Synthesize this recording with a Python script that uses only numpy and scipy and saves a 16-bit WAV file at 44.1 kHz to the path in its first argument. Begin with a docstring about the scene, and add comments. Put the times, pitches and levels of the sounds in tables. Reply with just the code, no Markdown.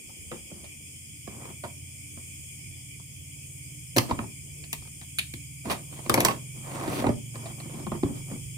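"""A wooden bench at night, with the microphone lying on it: tools, a plastic shell and a small board are
tapped, dropped and dragged. Blows and streams of tiny slips ring the bench and the parts, and a room answers.
Outside, a one-cylinder engine putters, grows louder and on the whole speeds up: a stack of multiples of its
firing rate. Insects in narrow bands and a far rumble are shaped noise; two faint drones are ringing noise."""
import sys
import numpy as np
from scipy import signal
from scipy.fft import rfft, irfft, next_fast_len
from scipy.io import wavfile
from scipy.ndimage import uniform_filter1d, map_coordinates

SR = 44100
rng = np.random.default_rng(int(sys.argv[2]) if len(sys.argv) > 2 else 0)


def bounce(signal):
    """Save signal as a 16-bit WAV file at the path given by the first command-line argument."""
    frames = np.transpose(np.atleast_2d(signal))
    limited = np.clip(frames, -1, 1)
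    pcm = np.round(limited * 32767).astype(np.int16)
    wavfile.write(sys.argv[1], SR, pcm)


N = 377937  # length in samples

# Engine speed over time. Each row: time in seconds, firings per second.
FIRING_RATE = [(0, 16.6), (1.25, 17.0), (1.45, 17.5), (2.25, 17.45), (3.25, 18.05), (4.05, 18.2),
               (4.45, 18.5), (5.3, 18.55), (5.65, 19.55), (6.05, 19.6), (6.45, 20.95), (6.85, 23.05),
               (7.45, 23.6), (7.85, 22.4), (8.25, 22.7), (8.57, 23.5)]
# Engine gain over time. Each row: time in seconds, gain in dB.
ENGINE_GAIN = [(0, -73), (.7, -61.5), (1.3, -54), (2.7, -54), (3.5, -50.5), (5.8, -49.5), (6.4, -46),
               (8.57, -43)]
# Shape of one firing. Each row: multiple of the firing rate (a plain number), level in dB.
FIRING_SHAPE = [(2, 0.5), (3, -25), (4, -13.5), (5, -1.5), (9, -1.5)]
# Exhaust and walls colouring the firings. Each row: frequency in Hz, gain in dB.
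EXHAUST_COLOUR = [(30, -29.5), (46, -15), (58, -11), (75, 12.5), (88, 3.5), (102, -10), (120, 5.5),
                  (142, 2.5), (162, -1.5), (172, -10), (200, -43.5), (400, -50)]
# Low insect bands. Each row: frequency in Hz, relative level in dB per Hz.
LOW_INSECTS = [(1000, -48.5), (1700, -36.5), (1990, -14.5), (2330, 5), (2470, 1), (2750, -14), (3010, -3.5),
               (3300, -1.5), (3440, -7), (3500, -27), (3770, -29.5), (4150, -27), (4550, -15.5),
               (5060, -4.5), (6100, -13.5), (7930, -38), (13400, -120)]
# High insect band and hiss. Each row: frequency in Hz, relative level in dB per Hz.
HIGH_INSECTS = [(3470, -29.5), (5900, -40), (6080, -11.5), (6500, -4), (6870, 0), (7930, -1.5), (8970, 3.5),
                (9550, -1.5), (11300, -12.5), (12900, -11), (13800, -13.5), (14800, -9), (15500, -20.5),
                (16200, -44)]
# Far traffic and air. Each row: frequency in Hz, relative level in dB per Hz.
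FAR_RUMBLE = [(15, -49.5), (25, -21.5), (92, 0.5), (130, -9.5), (156, -2.5), (194, -17.5), (299, -24.5),
              (346, -14.5), (629, -28.5), (1320, -43.5), (1700, -44), (1900, -28.5), (2470, -79),
              (4180, -120)]
# Two faint narrow drones. Each row: frequency in Hz, width in Hz, relative level in dB.
DRONE_MODES = [(216, 14.3, -2.5), (295.1, 11.6, -3)]
# How alike left and right are in the noises of the night. Each row: frequency in Hz, likeness (1 is identical).
NIGHT_LIKENESS = [(60, 0.78), (240, 0.41), (950, 0.22), (3770, -0.059), (15000, -0.0052)]
# Balance of the night. Each row: frequency in Hz, left minus right in dB.
NIGHT_BALANCE = [(60, -2), (240, -4), (950, -6.5), (3770, -0.5), (15000, 3)]
# Contacts. Each row: start in seconds, base level in dB, then wood, small hard parts and steel in dB
# relative to the base, basic time for the rattle to fall 60 dB in seconds, left minus right in dB,
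# favoured frequency in Hz.
CONTACTS = [(0.092, -47, -11, -14, -5, 0.12, 2, 790), (0.316, -28, -3.5, -27, -22, 0.17, 1, 454),
            (0.517, -56.5, 21, -16, -5, 0.022, -2, 585), (0.642, -52.5, -6, 4, -5, 0.13, -19, 557),
            (1.275, -33, 0.5, -24, -20, 0.09, -5, 634), (1.452, -35.5, -18, -10, -20, 0.11, 6, 1130),
            (1.501, -40, -1, -10, -20, 0.022, 4, 719), (1.637, -27.5, -5, -10, -23, 0.11, -0.5, 670),
            (2.172, -44, 3, -8, -10, 0.1, 0, 1310), (2.996, -50.5, -3, -2, 0, 0.074, -1, 1400),
            (3.964, -18.5, 1, 2.5, 1.5, 0.12, 2.5, 616), (3.971, -21.5, 9, -2, 10, 0.027, -4.5, 117),
            (3.982, -12.5, -19, 2, 4, 0.039, -1, 1010), (4.099, -32, -11, -10, -25, 0.03, -5, 1200),
            (4.11, -13.5, -5.5, -13, -30, 0.029, -1, 980), (4.19, -23, -3, -25, -32.5, 0.026, -2, 1100),
            (4.239, -38.5, 2, -14, -16, 0.032, 8, 900), (4.638, -49, -10, 15, -6, 0.074, 0, 740),
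            (4.729, -33.5, -10, 12, 15.5, 0.062, 2.5, 1130), (4.82, -47.5, -7, 0, 0, 0.084, 2, 1700),
            (4.851, -49, -10, 2, -5, 0.036, 1, 1700), (4.873, -48.5, -6, 1, 6, 0.04, 1.5, 1520),
            (5.014, -46.5, -4, 12.5, 0, 0.12, 3, 3500), (5.186, -46.5, 3.5, 33, 31.5, 0.087, 1, 2570),
            (5.338, -47, 13, 20.5, 19, 0.023, 0, 306), (5.655, -33, -8, -16, -18, 0.03, -6, 740),
            (5.698, -25, -6, 1, -22, 0.028, -4, 942), (5.925, -44.5, -10, -6, -15, 0.089, -10, 1210),
            (5.99, -36, -3.5, -19, -17, 0.044, -6, 568), (6.061, -31.5, -2, -3, -14, 0.064, -0.5, 800),
            (6.096, -9, -9.5, -3.5, 0, 0.039, 4.5, 530), (6.141, -14.5, -9, 1.5, 6.5, 0.064, 3.5, 2420),
            (6.176, -12.5, -3, -9, -14, 0.17, 0, 457), (6.204, -20, -11, 7, 10.5, 0.067, 1, 2380),
            (6.249, -15, -9, 3.5, 9.5, 0.069, -2.5, 960), (6.284, -13.5, -24, -1.5, -7, 0.08, -0.5, 1060),
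            (6.309, -29.5, -6, 5, 2, 0.047, -2, 912), (6.716, -50, -3, 9, 2, 0.03, 0, 2500),
            (6.878, -27.5, 6, -6, -28, 0.021, 0, 328), (7.042, -23, 6, -20, -20, 0.084, -3, 606),
            (7.067, -17, 4, -14, -14, 0.058, -2.5, 852), (7.091, -19.5, 5.5, -27, -14, 0.05, -1, 680),
            (7.355, -34.5, -15, -1, -11, 0.03, 0.5, 1200), (7.457, -32.5, -15, -4, -12, 0.14, 2, 620),
            (7.601, -39.5, -4, 4.5, -5, 0.044, 0, 736), (7.695, -40.5, -8, -9, -10, 0.17, -6, 549),
            (7.867, -27.5, 0.5, -27, -26, 0.049, 3, 1070), (7.918, -21, 0, -28, -26.5, 0.056, -2.5, 596),
            (7.95, -43.5, 16, -15, -12, 0.048, -3, 350), (8.034, -23, 11, -10, -22, 0.035, 1.5, 298),
            (8.057, -41, 13, -15, -10, 0.057, -3, 300), (8.313, -39.5, 0, -11, -10, 0.041, -5, 576)]
# Drags over the wood. Each row: start in seconds, rise in seconds, hold in seconds, shell level in dB,
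# wood relative to shell in dB, grit relative to shell in dB.
SLIDES = [(0.491, 0.01, 0.15, -64, 7, -19), (1.278, .02, 0.067, -57, 5, -25),
          (1.301, .12, 0.066, -49, -2.5, -21), (3.988, 0.0092, 0.018, -37, -1, -16),
          (4.075, 0.018, 0.025, -39, 3.5, -11), (4.182, 0.0047, 0.033, -46, 4.5, -22),
          (5.636, 0.018, 0.028, -42, 6.5, -10), (5.687, 0.02, 0.0076, -28, -12, -4.5),
          (5.847, 0.08, 0.19, -55, 2, -4), (6.08, 0.036, 0.2, -34.5, -3.5, -28),
          (6.524, 0.027, 0.048, -59.5, 8, -10), (6.633, .015, 0.095, -50, -5, -10),
          (6.6, 0.19, 0.23, -39, -2, -12.5), (6.798, 0.13, 0.071, -45, 7.5, -1),
          (7.028, 0.011, 0.047, -41.5, 8.5, -19.5), (7.323, 0.022, 0.16, -51.5, 3, -16),
          (7.54, 0.043, 0.079, -56.5, 8, -12), (7.673, 0.075, 0.075, -50, 7.5, -9),
          (7.917, .008, 0.026, -45, -6, -22), (8.04, 0.011, 0.059, -55, 19, -38),
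          (8.125, .03, .03, -54.5, 2, -4), (8.24, 0.067, 0.032, -52.5, 13, -20)]
# How fast a drag dies in each body, in dB per second: frame, table top, shell, hard parts, steel.
DRAG_RELEASE = [250, 270, 343, 443, 500]
# Ringing of the bench frame. Each row: frequency in Hz, width in Hz, relative level in dB.
FRAME_MODES = [(70, 44, -6.5), (95, 34, 2.5), (117, 21, 6), (169.7, 14, -2.5)]
# Ringing of the table top. Each row: frequency in Hz, width in Hz, relative level in dB.
TABLE_TOP_MODES = [(197, 45, 4), (248, 45, 1.5), (264.6, 14.7, 0), (342.6, 78, -7.5), (416, 54, -9.5),
                   (311, 175, -4.5)]
# Ringing of the plastic shell and board. Each row: frequency in Hz, width in Hz, relative level in dB.
SHELL_MODES = [(398, 330, -0.5), (542, 250, 10), (665, 120, -9), (654, 23, -2), (795, 236, 5.5),
               (914, 56, 8.5), (1061, 98, 5), (1230, 141, 2.5), (1460, 270, -4), (1994, 580, -5.5)]
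# Ringing of small hard parts. Each row: frequency in Hz, width in Hz, relative level in dB.
HARD_PART_MODES = [(1960, 770, -10), (2600, 640, -7.5), (3225, 440, -10), (3710, 500, -12.5),
                   (4560, 560, -15)]
# Colour of steel edges. Each row: frequency in Hz, relative level in dB per Hz.
STEEL_COLOUR = [(2650, -20), (4500, -6.5), (5800, -1), (7150, -4.5), (7710, -3.5), (8540, 2), (9620, -4),
                (13700, -2), (15100, -10), (16300, -17)]
# Ports facing the work. Each row: frequency in Hz, left minus right in dB.
WORK_BALANCE = [(60, -28), (125, 9.5), (300, 0), (1500, -4), (4000, 0), (12000, 0.5)]
# Dying of the room's answer. Each row: frequency in Hz, time to fall 60 dB in seconds.
ROOM_DECAY = [(150, 0.48), (1000, 0.21), (8000, 0.25)]

LOW_INSECTS_DB, HIGH_INSECTS_DB, RUMBLE_DB, DRONE_DB = -55, -49.5, -55.5, -60
FRAME_DB, FRAME_FOLLOWS = -9.5, 0.9  # the frame under the table top takes a share of a blow on the wood
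RISE_DB, SLIDE_FRAME_DB = 28.5, -6.5  # a drag swells by this much; frame relative to table top
ROOM_DB = -11.0
PORT_DELAY_S = 0.000191  # how much later the work reaches the left
TOP_HZ = 16300  # nothing is kept above this


def amp(db):
    """Turn decibels into a plain gain."""
    return 10 ** (np.asarray(db) / 20)


def unit(x):
    """Scale to an average strength (rms) of 1."""
    return x / np.sqrt(np.mean(x ** 2) + 1e-20)


def along(points, hz):
    """Read between (Hz, value) points on a log frequency axis."""
    f, v = np.transpose(points)
    return np.interp(np.log(hz + 1), np.log(f + 1), v)


def curves(rows):
    """Give one value per sample for each column after the time."""
    s, *cols = np.transpose(rows)
    return [np.interp(np.arange(N) / SR, s, c) for c in cols]


def wobble(rate):
    """Draw a smooth random curve with this many random points a second."""
    at = np.arange(0, N + 16, 16)  # every 16th sample is enough
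    knots = rng.standard_normal(int(N * rate / SR) + 4)
    return np.interp(np.arange(N), at, map_coordinates(knots, [at * rate / SR]))


def filtered(x, response):
    """Pass sound through a response given as a function of frequency."""
    m = next_fast_len(N + SR // 2)
    return irfft(rfft(x, m) * response(np.fft.rfftfreq(m, 1 / SR)), m)[..., :N]


def balance(points, hz):
    """Split a left-minus-right level evenly into a left and a right gain."""
    return amp(along(points, hz) * [[.5], [-.5]])


def modes(table):
    """A body rings at a few frequencies and passes little far from them; average power gain 1."""
    low, high = table[0][0] * 0.84, table[-1][0] * 2.7

    def response(f):
        ring = 0
        for k, (centre, width, db) in enumerate(table):
            resonance = 1j * f * width / (centre * centre - f * f + 1j * f * width)
            ring = ring + (-1) ** k * amp(db) * resonance
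        skirt = (1j * f / low / (1 + 1j * f / low)) ** 2 / (1 + 1j * f / high) ** 2
        shaped = ring * skirt
        return shaped / np.sqrt(np.mean(abs(shaped) ** 2))
    return response


def colour(points):
    """A smooth colour without separate rings; average power gain 1."""
    return lambda f: unit(amp(along(points, f)))


def half_turn(alike):
    """Angle that mixes two separate noises into a left and right of this likeness."""
    return np.arccos(np.clip(alike, -1, 1)) / 2


def pair(count, alike):
    """Make left and right white noise of a given likeness."""
    a, b = rng.standard_normal((2, count))
    turn = half_turn(alike)
    return np.cos(turn) * a + np.sin(turn) * np.array([b, -b])


def rush(spectrum, patchy_db):
    """Coloured stereo noise whose gain varies in random patches of time and pitch."""
    z = signal.stft(rng.standard_normal((2, N)), nperseg=512)[2]
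    patches = uniform_filter1d(rng.standard_normal(z.shape[1:]), 5, 0)
    patches = unit(uniform_filter1d(patches, 10, 1))
    noise = signal.istft(z * amp(patchy_db * patches), nperseg=512)[1][:, :N]

    def mid_side(hz):
        turn = half_turn(along(NIGHT_LIKENESS, hz))
        return amp(along(spectrum, hz)) * [np.cos(turn), np.sin(turn)]
    mid, side = filtered(noise, mid_side)
    return np.array([mid + side, mid - side]) / np.sqrt(np.mean(mid ** 2))


def engine():
    """Multiples of the firing rate, coloured by the exhaust; each fades and drifts on its way here."""
    rate_hz, = curves(FIRING_RATE)
    gain_db, = curves(ENGINE_GAIN)
    turns = np.cumsum(rate_hz * (1 + 0.0035 * wobble(6))) / SR
    tone = 0
    for k in range(2, 11):
        gain = amp(along(EXHAUST_COLOUR, k * rate_hz) + along(FIRING_SHAPE, k) + 1.83 * wobble(2.423))
        drift = 1.65 * wobble(0.615) + np.array([[-.15], [.15]])  # radians, left and right
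        tone = tone + gain * np.cos(2 * np.pi * k * turns + drift)
    return amp(gain_db) * tone


def insects():
    """Narrow bands of noise, low and high, each gently changing in level."""
    low = amp(LOW_INSECTS_DB + 0.52 * wobble(2.5)) * rush(LOW_INSECTS, patchy_db=2.0)
    high = amp(HIGH_INSECTS_DB + 0.81 * wobble(3.5)) * rush(HIGH_INSECTS, patchy_db=0.86)
    return low + high


def rumble():
    """Far traffic and air: mostly low noise with an uneven level."""
    return amp(RUMBLE_DB + 2.4 * wobble(1.6)) * rush(FAR_RUMBLE, patchy_db=3.5)


def drones():
    """Steady noise ringing two narrow resonances."""
    return amp(DRONE_DB) * filtered(pair(N, 0.69), modes(DRONE_MODES))


def night():
    """All the background sounds, heard unevenly by the two ports."""
    background = insects() + rumble() + drones() + engine()
    return filtered(background, lambda hz: balance(NIGHT_BALANCE, hz))


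def struck_spot(hz, favoured_hz):
    """Each spot favours other frequencies, with one broad peak on top."""
    uneven = np.c_[np.geomspace(50, 2e4, num=40), rng.standard_normal(size=40)]
    peak = 1 + 0.96 * np.exp(-np.log((hz + 1) / favoured_hz) ** 2 / 0.035)
    return amp(3.6 * along(uneven, hz)) * peak


def hits(bodies):
    """A blow and a ragged dying rattle ring frame, table top, shell, hard parts and steel."""
    sound = np.zeros((2, N + SR))
    t = np.arange(2 ** 13) / SR
    lead = 128  # samples kept before the blow, as the spot's colour also spreads backwards
    hz = np.fft.rfftfreq(len(t), 1 / SR)
    fade = np.clip(3 - 3 * t / t[-1], 0, 1)  # every ring is over within 0.2 s
    answers = [body(hz) for body in bodies]
    for s, db, wood_db, hard_db, steel_db, t60, pan_db, favoured_hz in CONTACTS:
        side = amp(np.array([[pan_db], [-pan_db]]) / 2)
        spot = struck_spot(hz, favoured_hz)
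        knots = rng.standard_normal(size=75)
        ragged = amp(2.46 * np.interp(t, np.linspace(0, t[-1], num=75), knots))  # loose parts chatter
        # Each row: level in dB, share of the fall time, left-right likeness, strength of the blow.
        # Heavy bodies feel mostly the blow.
        parts = [(FRAME_DB + FRAME_FOLLOWS * wood_db, .6, .97, 14),
                 (wood_db, 1.2, .93, 12),
                 (1.5, 1.03, 0.5, 8.5),
                 (hard_db, .8, .55, 3.5),
                 (steel_db, .6, .5, 1.2)]
        for answer, (part_db, share, alike, blow) in zip(answers, parts):
            dying = amp(-60 * t / (abs(t60) * share + 0.016))
            force = ragged * dying * pair(len(t), alike)
            force *= 1 + amp(-60 * t / 0.027)  # the first milliseconds are the hardest
            force[:, 0] -= blow
            ring = np.roll(irfft(rfft(force) * answer * spot), lead, axis=1) * fade
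            start = round(s * SR) - lead
            sound[:, start:][:, :len(t)] += amp(db + part_db) * side * ring / abs(ring).max()
    return sound[:, :N]


def drags():
    """A dense stream of tiny slips pushes the same bodies: each drag swells, holds and dies."""
    force = np.zeros((5, N))
    for s, rise, hold, db, wood_db, grit_db in SLIDES:
        span = slice(round(s * SR), round((s + rise + hold + .5) * SR))
        t = np.arange(N)[span] / SR - s - rise  # zero where the hold begins
        release_db = np.outer(DRAG_RELEASE, np.maximum(t - hold, 0))
        swell_db = RISE_DB * np.minimum(t / rise, 0) - release_db
        part_db = np.c_[[wood_db + SLIDE_FRAME_DB, wood_db, 0, grit_db, grit_db]]
        force[:, span] += amp(db + part_db + swell_db)
    slips = amp(0.72 * wobble(60) + 2.34 * wobble(500))
    pushes = []
    for alike in (1.0, 0.84, 0.36, 0.1, 0.57):  # left-right likeness in each body
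        catch = unit(slips * amp(1.06 * wobble(45)))  # each body also catches in its own time
        pushes.append(catch * pair(N, alike))
    return force[:, None] * np.array(pushes)


def room(x):
    """A noise-like echo tail in which each frequency dies at its own speed."""
    hz, t, z = signal.stft(rng.standard_normal((2, SR // 2)), SR, nperseg=256)
    dying = amp(-60 * t / along(ROOM_DECAY, hz)[:, None])
    tail = signal.istft(z * dying, SR, nperseg=256)[1]
    late = np.pad(x, ((0, 0), (300, 0)))  # the answer starts 300 samples later
    return signal.fftconvolve(late, tail / np.linalg.norm(tail[0]), axes=1)[:, :N]


def at_ports(hz):
    """Hands work right of the ports, so the left hears the work later and in another balance."""
    arrival = np.exp(1j * np.pi * hz * PORT_DELAY_S * np.array([[-1], [1]]))
    return balance(WORK_BALANCE, hz) * arrival


def scene():
    """Forces ring their bodies, the room answers, the night lies under it."""
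    background = night()
    bodies = [modes(FRAME_MODES), modes(TABLE_TOP_MODES), modes(SHELL_MODES),
              modes(HARD_PART_MODES), colour(STEEL_COLOUR)]
    work = hits(bodies)
    for push, body in zip(drags(), bodies):
        work = work + filtered(push, body)
    work = filtered(work, at_ports)
    return work + amp(ROOM_DB) * room(work) + background


def record(dry):
    """The input rounds off the loudest peaks; nothing is kept above the band limit."""
    top = .95  # the level that peaks bend towards
    rounded = dry / (1 + abs(dry / top) ** 4) ** (1 / 4)
    return filtered(rounded, lambda hz: hz < TOP_HZ)


dry = scene()
out = record(dry)
bounce(out)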